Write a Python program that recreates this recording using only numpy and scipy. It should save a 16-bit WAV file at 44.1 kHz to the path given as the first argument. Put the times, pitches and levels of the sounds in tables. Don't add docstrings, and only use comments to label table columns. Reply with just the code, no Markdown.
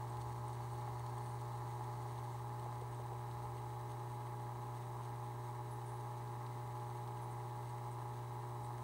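import sys
import numpy as np
from scipy import signal
from scipy.fft import rfft, irfft
from scipy.io import wavfile

SR = 44100
rng = np.random.default_rng(int(sys.argv[2]) if len(sys.argv) > 2 else 0)


def put_to_file(sound):
    columns = np.atleast_2d(sound).T
    safe = np.clip(columns, -1, 1)
    whole_steps = np.round(safe * 32767)
    wavfile.write(sys.argv[1], SR, whole_steps.astype(np.int16))


N = 389403
TIME = np.arange(N) / SR
MAINS_HZ = 60.037

# place_in_turn (0-1), force_db
ROTOR_KNOCKS = [(.02, 0), (0.238, -0.5), (0.391, 1.5), (0.739, 2)]
# pitch_hz, gain_db
HOUSING_TONE = [(450, -55), (520, -37), (600, -12), (700, -11), (835, 2.5), (930, -6), (1010, -0.5),
                (1250, -13), (1480, -23.5), (1630, -21.5), (2070, -25), (2500, -39), (4000, -49.5)]


def pump_hum(turns, drone_db=-47.3, overtones_db=-47, waver=0.031):
    # multiple_of_mains, relative_db
    hum_tones = [(2, 0), (3, -26.5), (4, -25), (5, -27), (6, -14), (7, -16.5), (8, -24), (9, -36.5),
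                 (10, -18), (11, -41.5), (12, -38.5), (13, -36), (14, -8.5), (15, -18), (16, -14),
                 (17, -22.5), (18, -27), (19, -24.5), (20, -28.5), (21, -24.5), (22, -32.5), (23, -32.5),
                 (26, -35.5), (27, -31.5)]
    body = knock_response(HOUSING_TONE)
    overtones = np.zeros(N)
    for multiple, db in hum_tones[1:]:
        knocks = sum(gain_of(force_db) * np.exp(-2j * np.pi * multiple * place)
                     for place, force_db in ROTOR_KNOCKS)
        housing = body @ np.exp(-2j * np.pi * multiple * MAINS_HZ * TIME[:len(body)])
        overtones += gain_of(db) * np.cos(2 * np.pi * multiple * turns + np.angle(knocks * housing))
    drone = gain_of(drone_db + extra_load_db()) * np.sin(2 * np.pi * 2 * turns)
    return np.sqrt(2) * (drone + gain_of(overtones_db) * (1 + waver * drift(9.7)) * overtones)


def extra_load_db(start_db=1.32, ease_from_s=1.4, ease_to_s=3.4):
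    return start_db * np.interp(TIME, [ease_from_s, ease_to_s], [1, 0])


def rotor_chatter(level_db=-54.5, scatter_turns=0.06, rub=0.54, unevenness=3.5, load_share=0.6):
    turn = np.arange(int(N / SR * MAINS_HZ) + 1)
    blows = np.zeros(N)
    for place, db in ROTOR_KNOCKS:
        late, force = rng.uniform(-1, 1, (2, len(turn)))
        hit_samples = np.round((turn + place + scatter_turns * late) * SR / MAINS_HZ).astype(int)
        blows[hit_samples % N] += gain_of(db) * (np.sign(force) + unevenness * force)
    strength = gain_of(level_db + load_share * extra_load_db() + 0.4 * drift(3))
    return strength * shape_tone(unit_level(blows) + rub * rng.standard_normal(N), HOUSING_TONE)


def rotor_clacks():
    # start_s, peak_db
    hard_knocks = [(0.493, -41), (.877, -36), (1.677, -44), (1.809, -39), (2.727, -39), (7.258, -47),
                   (8.706, -43)]
    out, body = np.zeros(N), knock_response(HOUSING_TONE)
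    for start_s, db in hard_knocks:
        add(out, start_s, gain_of(db) * body / abs(body).max())
    return out


def water_plops(rise_s=0.0079, detune=0.055):
    # start_s, peak_db, treble_lift_db_per_octave
    pushes = [(2.655, -41.5, 2), (2.813, -41, 2), (2.994, -42.5, 4), (3.116, -42, 6), (3.438, -50, 0),
              (3.555, -51, -2)]
    # pitch_hz, level_db, fade_s (time to drop 60 dB)
    tank_notes = [(397, -1, 0.053), (467, -3.5, 0.067), (543, -6.5, 0.038), (643, -3, 0.036),
                  (772, 1.5, 0.034), (940, -1, 0.027)]
    out = np.zeros(N)
    t = TIME[:SR // 8]
    for start_s, peak_db, lift_db in pushes:
        plop = np.zeros(len(t))
        variations = rng.uniform(-1.1, 1, (len(tank_notes), 2))
        for (hz, note_db, fade_s), (offset, phase) in zip(tank_notes, variations):
            bright_db = lift_db * np.log2(hz / tank_notes[0][0])
            fade = gain_of(note_db + bright_db - 60 * t / fade_s)
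            plop += fade * np.sin(2 * np.pi * (hz * (1 + detune * offset) * t + phase))
        plop *= 1 - np.exp(-(t / rise_s) ** 2)
        add(out, start_s, gain_of(peak_db) * plop / abs(plop).max())
    return out


def large_bubbles(tick_hz=8430, pitch_spread=0.015, snap_hz=3650, fade_s=0.025):
    # start_s, level_db, snap_db (compared with the tick)
    bursts = [(0.0987, -47, -16), (0.1685, -49, 0), (0.2137, -48, 0), (0.4818, -48, -15), (0.5307, -48, -4),
              (1.064, -44, -2), (1.1812, -45, -5), (1.4136, -47, -6), (2.1793, -51, 6), (2.596, -47, 0),
              (2.813, -47, -2), (2.9462, -48, -4), (3.3119, -47, 5), (6.4643, -47, 11), (7.0753, -48, 5),
              (7.6919, -48, -3), (8.6464, -49, 2)]
    # start_s, length_s, pitch_hz, level_db
    squirts = [(.715, .03, 8600, -69), (1.206, .19, 8800, -72), (2.31, 0.07, 7500, -75),
               (5.705, .06, 10100, -69), (5.852, 0.075, 9000, -70), (5.895, 0.14, 9900, -76),
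               (7.215, .043, 9800, -70), (7.3, .046, 8700, -70), (7.907, .04, 8650, -70),
               (8.633, .046, 8600, -69)]
    out = np.zeros(N)
    t = TIME[:SR // 10]
    for start_s, db, snap_db in bursts:
        hz = tick_hz * (1 + pitch_spread * rng.standard_normal())
        tick = ringing_noise(len(t), hz, width_hz=1500)
        snap = gain_of(snap_db) * ringing_noise(len(t), snap_hz, width_hz=1600)
        add(out, start_s, gain_of(db - 10 - 60 * t / fade_s) * unit_level(tick + snap))
    for start_s, length_s, hz, db in squirts:
        progress = np.linspace(0, 1, int(length_s * SR))
        air = ringing_noise(len(progress), hz, width_hz=1600)
        add(out, start_s, gain_of(db - 0.2) * unit_level(np.sqrt(progress) * (1 - progress) * air))
    return out


def small_bubbles(per_s=20, base_db=-71, spread_db=1.3, fade_s=0.028, low_hz=2300, high_hz=4200):
    out = np.zeros(N)
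    t = TIME[:SR // 20]
    for when, pitch, softness in rng.random((int(per_s * N / SR), 3)):
        snap = ringing_noise(len(t), low_hz + pitch * (high_hz - low_hz), width_hz=1500)
        fade = gain_of(base_db - spread_db * np.log(softness + .02) - 60 * t / fade_s)
        add(out, when * N / SR, fade * snap)
    return out


def bubble_fizz(turns, level_db=-73, trickle_boost_db=1.5, base_per_s=3000, pulsing=0.6):
    # pitch_hz, gain_db
    fizz_tone = [(1800, -17), (2900, -3), (3300, -5), (3650, -0.5), (4150, -4.5), (4450, -2), (5100, -18),
                 (6400, -1), (7700, -18.5), (8300, 4), (9200, -8), (10400, -8), (11500, -10.5),
                 (15000, -35.5)]
    pop_chance = base_per_s / SR * np.exp(pulsing * np.cos(2 * np.pi * 2 * (turns - .23)))
    size_db = 3 * np.minimum(rng.exponential(1, N), 4)
    clump_db = 2.5 * drift(40)
    pops = (rng.random(N) < pop_chance) * gain_of(size_db + clump_db) * rng.choice([-1, 1], N)
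    return gain_of(level_db + trickle_boost_db * trickle_strength()) * shape_tone(pops, fizz_tone)


def outlet_churn(turns, level_db=-71, flutter_db=2, pulsing=0.2):
    # pitch_hz, width_hz, relative_db
    outlet_notes = [(1627, 124, -1), (1786, 164, 3.5), (2036, 160, 2), (2230, 120, -4)]
    hollow = sum(gain_of(db + flutter_db * drift(24)) * ringing_noise(N, hz, width_hz)
                 for hz, width_hz, db in outlet_notes)
    push = 1 + pulsing * np.cos(2 * np.pi * (turns - .3))
    return gain_of(level_db) * unit_level(hollow * push)


def trickle(level_db=-76, flutter_db=2):
    # pitch_hz, width_hz, relative_db
    sizzle_bands = [(4390, 420, -0.5), (5640, 480, -7), (6260, 780, -7.5), (6930, 440, -4.5)]
    sizzle = sum(gain_of(db) * ringing_noise(N, hz, width_hz) for hz, width_hz, db in sizzle_bands)
    return gain_of(level_db) * trickle_strength() * unit_level(sizzle * gain_of(flutter_db * drift(40)))


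def trickle_strength(steady_until_s=2, fade_db_per_s=13):
    return gain_of(-fade_db_per_s * np.maximum(TIME - steady_until_s, 0))


def electronics_whine(turns, ripple=0.12):
    # pitch_hz, level_db
    whine_tones = [(3913.5, -80), (7827, -86.5), (11740.5, -101), (15654, -84)]
    supply = 1 + ripple * (np.cos(2 * np.pi * turns) + np.cos(2 * np.pi * 2 * turns))
    tones = sum(gain_of(db) * np.sin(2 * np.pi * hz * TIME) for hz, db in whine_tones)
    return np.sqrt(2) * supply * tones


def flow_and_room(flow_db=-61, boom_hz=73.5, hiss_db=-68):
    # pitch_hz, gain_db
    flow_tone = [(20, -60), (31, -35), (42, -4), (56, -2.5), (86, -12), (130, -9), (152, -4), (170, -8),
                 (205, -11), (300, -8), (410, -4), (465, -20), (505, -24.5), (2000, -34.5)]
    # time_s, level_db
    boom_levels = [(0.0, -68), (0.14, -58.5), (1.47, -66), (3.54, -63), (4.1, -73), (7.72, -72),
                   (8.83, -62)]
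    # pitch_hz, gain_db
    hiss_tone = [(500, 11), (2500, 4.5), (3600, 2.5), (5000, 1), (6500, -1), (7700, 0.5), (9500, 2),
                 (11000, -5), (15700, -0.5)]
    water = gain_of(flow_db) * shape_tone(rng.standard_normal(N), flow_tone)
    boom_db = np.interp(TIME, *np.transpose(boom_levels)) - 1
    boom = gain_of(boom_db) * ringing_noise(N, boom_hz, width_hz=13)
    hiss = gain_of(hiss_db) * shape_tone(rng.standard_normal(N), hiss_tone)
    return water + boom + hiss


def gain_of(db):
    return 10 ** (np.asarray(db) / 20)


def unit_level(sound):
    return sound / np.sqrt(np.mean(sound ** 2) + 1e-20)


def add(mix, start_s, sound):
    part = mix[round(start_s * SR):][:len(sound)]
    part += sound[:len(part)]


def knock_response(tone, size=16384):
    hz, db = np.transpose(tone)
    outline_db = np.interp(np.log(abs(np.fft.fftfreq(size, 1 / SR)) + 1), np.log(hz), db)
    spectrum = np.exp(np.conj(signal.hilbert(np.log(gain_of(outline_db)))))
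    return np.fft.ifft(spectrum).real[:size // 2]


def shape_tone(sound, tone):
    return unit_level(signal.fftconvolve(sound, knock_response(tone))[:N])


def drift(rate_hz):
    hz = np.fft.rfftfreq(N, 1 / SR)
    return unit_level(irfft(rfft(rng.standard_normal(N)) * np.exp(-(hz / rate_hz) ** 2), N))


def ringing_noise(samples, hz, width_hz):
    b, a = signal.iirpeak(min(hz, SR / 2 - 1), hz / width_hz, SR)
    return unit_level(signal.lfilter(b, a, signal.lfilter(b, a, rng.standard_normal(samples))))


def scene():
    turns = MAINS_HZ * TIME
    pump = pump_hum(turns) + rotor_chatter() + rotor_clacks() + electronics_whine(turns)
    water = flow_and_room() + outlet_churn(turns) + trickle() + water_plops()
    bubbles = bubble_fizz(turns) + small_bubbles() + large_bubbles()
    return (pump + water + bubbles)[None]


def record(dry):
    cutoff_hz = 15760
    low_pass = signal.firwin(2047, cutoff_hz, window=("kaiser", 8), fs=SR)
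    return signal.oaconvolve(dry, low_pass[None], "same")


dry = scene()
out = record(dry)
put_to_file(out)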